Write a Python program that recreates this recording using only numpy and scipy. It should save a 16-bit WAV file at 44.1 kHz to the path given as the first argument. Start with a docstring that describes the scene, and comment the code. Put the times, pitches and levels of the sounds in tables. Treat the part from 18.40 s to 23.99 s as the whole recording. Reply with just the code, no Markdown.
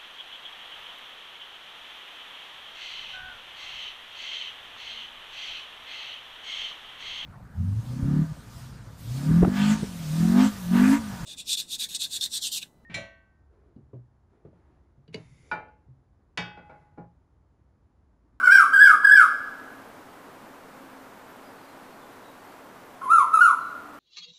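"""A koel calls from a leafy tree: three shrill 'ko-el' whistles, a pause, then two lower ones.
Each whistle dips, peaks and slides down; when forced, the syrinx doubles its period and adds tones
half-way between the harmonics. Branches scatter the calls and the surroundings echo them.
Behind lie a faint town rumble, a motor's drone, brief low hums and the chirps of small birds."""
import sys
import numpy as np
from scipy import signal
from scipy.fft import rfft, irfft, next_fast_len
from scipy.io import wavfile
from scipy.ndimage import uniform_filter1d, minimum_filter1d, map_coordinates

SR = 44100
rng = np.random.default_rng(int(sys.argv[2]) if len(sys.argv) > 2 else 0)


def inscribe(sig):
    """Save sig as 16-bit PCM at rate SR to the path in sys.argv[1].

    A 1-D sig is mono; a 2-D sig holds one channel per row.
    Samples are clipped to [-1, 1] before scaling.
    """
    pcm = np.round(np.clip(np.atleast_2d(sig).T, -1, 1) * 32767)
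    wavfile.write(sys.argv[1], SR, pcm.astype(np.int16))


N = 246519
TOP_HZ = 15150  # upper band limit


def amp(db):
    """Decibels as an amplitude ratio."""
    return 10 ** (np.asarray(db) / 20)


def unit(x):
    """x normalised to rms 1."""
    return x / np.sqrt(np.mean(x ** 2) + 1e-20)


def along(points, hz):
    """Interpolation of (frequency_hz, value) points on a logarithmic frequency axis."""
    f, v = np.transpose(points)
    return np.interp(np.log(hz + 1), np.log(f + 1), v)


def ramp(t, length):
    """A linear rise from 0 to 1 that starts at t = 0."""
    return np.clip(t / length, 0, 1)


def ease(t, length):
    """A raised-cosine rise from 0 to 1 that starts at t = 0."""
    return np.sin(np.pi / 2 * ramp(t, length)) ** 2


def bump(t, width):
    """A Gaussian pulse of height 1 around t = 0."""
    return np.exp(-(t / width) ** 2)


def wobble(rate, size):
    """Smooth random modulation: a spline through `rate` random knots a second."""
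    knots = rng.standard_normal(int(size * rate / SR) + 4)
    return map_coordinates(knots, [np.arange(size) * rate / SR])


def phase_of(pitch_hz):
    """Phase in radians, the time integral of frequency."""
    return 2 * np.pi * np.cumsum(pitch_hz) / SR


def filtered(x, response):
    """Linear filtering: the spectrum of x times a frequency response."""
    m = next_fast_len(len(x) + SR // 2)
    return irfft(rfft(x, m) * response(np.fft.rfftfreq(m, 1 / SR)), m)[:len(x)]


def noise(size, response):
    """White noise coloured by a frequency response, at rms 1."""
    return unit(filtered(rng.standard_normal(size), response))


def add(track, sound, start_s):
    """Superposition of a sound on the track from start_s on."""
    start = round(start_s * SR)
    part = sound[max(-start, 0):N - start]
    track[max(start, 0):][:len(part)] += part


def traffic(level_db=-47.5):
    """Distant traffic sums incoherently to an even broadband rush."""
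    # spectrum of the rush: frequency_hz, relative_density_db
    spectrum = [(25, -16), (60, -21.5), (100, -13.5), (160, -11.5), (270, -4.5), (340, -8), (550, -7),
                (1000, -7.5), (1500, -11.5), (2200, -19), (3500, -25.5), (5500, -30.5), (9000, -32),
                (15000, -33.5)]
    return noise(N, lambda f: amp(along(spectrum, f))) * amp(level_db + 0.29 * wobble(7.7, N))


def motor(start_hz=274, sag_hz_per_s=3.1, start_db=-56.5, fade_db_per_s=2, swell_width_s=0.14):
    """A distant motor's swelling drone: frequency falls as it slows, level as it recedes."""
    # swells of the drone: peak_s, rise_db
    swells = [(.44, 6.5), (1.35, 7.5), (2.299, 8), (2.62, 11), (3.43, 7)]
    t = np.arange(N) / SR
    pitch = start_hz - sag_hz_per_s * t + 3 * wobble(20, N)
    swell_db = sum(rise_db * bump(t - peak_s, swell_width_s) for peak_s, rise_db in swells)
    level_db = start_db - fade_db_per_s * t + swell_db + 2 * wobble(14, N)
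    return amp(level_db) * np.sin(phase_of(pitch))


def far_hums(waver=0.0083):
    """Low tones with slight frequency modulation rise out of the masking rush and sink back."""
    # faint hums: start_s, length_s, pitch_hz, level_db
    hums = [(4.559, 0.35, 383.4, -52), (5.281, 0.7, 297, -49)]
    track = np.zeros(N)
    for start_s, length_s, pitch_hz, level_db in hums:
        progress = np.linspace(0, 1, int(length_s * SR))
        pitch = pitch_hz * (1 + waver * wobble(14, len(progress)))
        add(track, amp(level_db) * np.sin(np.pi * progress) * np.sin(phase_of(pitch)), start_s)
    return track


def canopy(x, scatter_db=-1.5, scatter_t60_s=0.27, echo_db=-12, leaf_db=1.0):
    """Multipath propagation: direct sound, quick scatter from foliage, reverberation from farther off."""
    # reverberation time of the surroundings: frequency_hz, t60_s
    decay_times = [(300, 2.1), (1400, 1.056), (5000, 1.1), (10000, 0.78), (15000, 0.37)]
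    hz, frame_s, spectra = signal.stft(rng.standard_normal(SR), SR, nperseg=256)
    decay = amp(-60 * frame_s / along(decay_times, hz)[:, None])
    far = signal.istft(spectra * decay, SR, nperseg=256)[1][:SR]
    t = np.arange(SR) / SR
    far *= 1 - np.exp(-t / 0.0072)
    reflections = rng.standard_normal(SR) ** 3  # cubing makes a few stand out
    near = reflections * amp(-60 * t / scatter_t60_s) * (1 - np.exp(-t / .006))
    # leaves throw back short wavelengths best
    near = filtered(near / np.linalg.norm(near),
                    lambda f: amp(along([(2000, 0.0092), (10000, leaf_db)], f)))
    paths = amp(scatter_db) * near + amp(echo_db) * far / np.linalg.norm(far)
    paths[0] += 1  # the direct path
    return signal.fftconvolve(x, paths)


def small_birds(fall=0.067, twitter_count=14, twitter_hz=4100, twitter_db=-70):
    """Short downward frequency sweeps, a few clear in a faint twitter, blurred by scattering."""
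    # the clearer chirps: start_s, length_s, pitch_hz, level_db
    chirps = [(3.03, 0.075, 4900, -66), (3.137, 0.059, 4350, -67), (3.2, .06, 4830, -67),
              (3.27, 0.036, 4170, -65), (3.604, .05, 3520, -62), (3.83, .08, 3840, -63),
              (5.18, 0.11, 4030, -60)]
    twitter = [(2.95 + 1.3 * when, .045, twitter_hz * (1 + .13 * (2 * high - 1)), twitter_db)
               for when, high in rng.random((twitter_count, 2))]
    track = np.zeros(N)
    for start_s, length_s, pitch_hz, level_db in list(chirps) + twitter:
        progress = np.linspace(0, 1, int(length_s * SR))
        pitch = pitch_hz * (1 + fall * (.5 - progress) + 0.0074 * wobble(217, len(progress)))
        add(track, amp(level_db) * np.sin(np.pi * progress) * np.sin(phase_of(pitch)), start_s)
    return canopy(track)[:N]


def gesture(call, ko_top_s=0.0242, break_s=.068, ko_sag=.082, ko_fade_db=1, slide_drop=.375,
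            attack_s=0.018, release_s=0.025, doubling_rise_s=0.035, doubling_fade_s=0.054):
    """Frequency and amplitude modulation of a call: a sagging 'ko', a leap to 'el', a slide down."""
    _, length_s, scoop_hz, ko_hz, ko_db, el_top_s, el_hz, el_db, loss_db, depth, doubling_delay_s = call
    t = np.arange(int(length_s * SR)) / SR
    scoop = (1 - ramp(t, ko_top_s)) ** 2
    sag = ease(t - ko_top_s, break_s - ko_top_s)
    leap = np.sin(np.pi / 2 * ramp(t - break_s, el_top_s - break_s))
    slide = ramp(t - el_top_s, length_s - el_top_s) ** 1.32  # ever faster
    ko_pitch = ko_hz * (1 - ko_sag * sag) - scoop_hz * scoop
    el_pitch = el_hz * (1 - slide_drop * slide)
    pitch = (1 - leap) * ko_pitch + leap * el_pitch
    level_db = (1 - leap) * (ko_db - ko_fade_db * sag) + leap * (el_db - loss_db * slide)
    level_db -= 4 * bump(t - break_s, width=0.011)  # the voice falters between the syllables
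    level_db -= 15.5 * (1 - ramp(t, attack_s) * ramp(length_s - t, release_s))
    doubling = depth * ramp(t - doubling_delay_s + doubling_rise_s / 2, doubling_rise_s)
    doubling *= ramp(length_s - 0.014 - t, doubling_fade_s)  # dies just before the call ends
    return t, pitch, level_db, doubling


def syrinx(call, overtone_db=1, rasp_db=-13, croak_db=-36, flutter_db=2.5, shimmer_db=2.5):
    """Source and filter: the throat shapes the membranes' harmonics; period doubling adds half orders."""
    # overtone response of the throat at low pitch: frequency_hz, relative_level_db
    low_throat = [(600, -60), (2000, -27.5), (2750, -38), (3400, -38.5), (4100, -44), (5100, -49.5),
                  (6900, -39.5), (8400, -51.5), (9600, -35.5), (10700, -31), (11900, -63), (13000, -51),
                  (15000, -72)]
    # the same at high pitch, where the throat changes shape: frequency_hz, relative_level_db
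    high_throat = [(2000, -35.5), (3200, -32.5), (4000, -43), (4950, -33.5), (5700, -41), (6600, -55.5),
                   (7600, -34.5), (8350, -36.5), (9200, -44), (10100, -50), (11900, -41.5), (13300, -48.5),
                   (15000, -59)]
    # half-way tones of the doubled period: frequency_hz, relative_level_db
    half_tones = [(600, -61), (800, -40), (1750, -59.5), (2050, -20.5), (2400, -24), (3000, -50.5),
                  (4100, -42.5), (4800, -48), (5450, -26), (6300, -52), (8500, -35), (10000, -61.5),
                  (12200, -42), (15000, -57)]
    t, pitch, level_db, doubling = gesture(call)
    size = len(t)
    strain = np.clip((pitch - 1380) / 170, 0, 1)
    pitch = pitch * (1 + .0045 * wobble(350, size))
    phase = phase_of(pitch)
    # the slacker the membranes, the less evenly they close and the rougher the overtones
    jitter = (.2 - .14 * strain) * wobble(700, size)
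    partials = np.zeros(size)
    for order in np.arange(1, 29) / 2:
        if order == 1:
            continue
        hz = order * pitch
        if order % 1:
            gain = np.clip(doubling, 0, 1) * amp(along(half_tones, hz))
        else:
            gain = amp(strain * along(high_throat, hz) + (1 - strain) * along(low_throat, hz))
        shimmer = amp(shimmer_db * wobble(219.8, size))
        partial = np.sin(order * phase + np.sqrt(order) * jitter + rng.uniform(0, 2 * np.pi))
        partials += gain * (hz < TOP_HZ) * shimmer * partial
    # turbulence puffs through the same throat once a cycle
    puffs = rng.standard_normal(size) * (1 + np.sin(phase))
    rasp = strain * filtered(puffs, lambda f: amp(along(high_throat, f)))
    rasp += (1 - strain) * filtered(puffs, lambda f: amp(along(low_throat, f)))
    voice = np.sin(phase) + amp(overtone_db) * partials + amp(rasp_db) * rasp
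    envelope = amp(level_db + flutter_db * wobble(120.3, size)) * signal.windows.tukey(size, .04)
    # a brief hoarse croak before the tone locks in
    age = t / 0.0057
    croak = noise(size, lambda f: (f > 950) & (f < 1530)) * age * np.exp(1 - age)
    return np.sqrt(2) * envelope * voice + amp(croak_db) * croak


def koel():
    """Two bouts of calls reverberate; the first is already under way, so an earlier call still echoes."""
    # one row per 'ko-el': start_s, length_s, scoop_hz, ko_pitch_hz, ko_level_db, el_top_s, el_pitch_hz,
    # el_level_db, slide_loss_db, doubling_depth (0-1), doubling_delay_s
    calls = [ (-.27, 0.23, 201, 1544, -13, 0.11, 1620, -10, 10.5, 0.7, .04),
             (.027, 0.23, 181.5, 1526, -14.5, 0.11, 1616, -9, 13.5, 0.89, .03),
             (.321, 0.23, 388, 1631, -13.5, 0.1, 1689, -7.5, 12.8, .9, 0.14),
             (.631, 0.23, 365, 1672, -12.5, 0.1, 1699, -9.5, 8.5, 0.9, 0.14),
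             (4.612, .240, 89, 1083, -31.5, .124, 1382, -13.5, 15, 0.08, .15),
             (4.926, 0.21, 77, 1320, -16, 0.096, 1451, -11, 16.5, 0.3, 0.14)]
    track = np.zeros(N)
    for call in calls:
        add(track, canopy(syrinx(call)), start_s=call[0])
    return track


def scene():
    """Superposition of the koel, the distant town and a few far birds."""
    return (koel() + traffic() + motor() + far_hums() + small_birds())[None]


def record(dry, ceiling=0.86, whine_hz=12275, whine_half_width_hz=32, whine_db=-76):
    """Narrow-band noise adds a faint whine; limiting rounds the highest peaks; a low-pass ends the band."""
    whine = noise(N, lambda f: 1 / (1 + ((f - whine_hz) / whine_half_width_hz) ** 2))
    x = dry[0] + amp(whine_db) * whine
    needed_gain = np.minimum(1, ceiling / (np.abs(x) + 1e-9))
    smooth_gain = uniform_filter1d(minimum_filter1d(needed_gain, size=300), size=300)
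    return filtered(x * smooth_gain, lambda f: f < TOP_HZ)[None]


dry = scene()
out = record(dry)
inscribe(out)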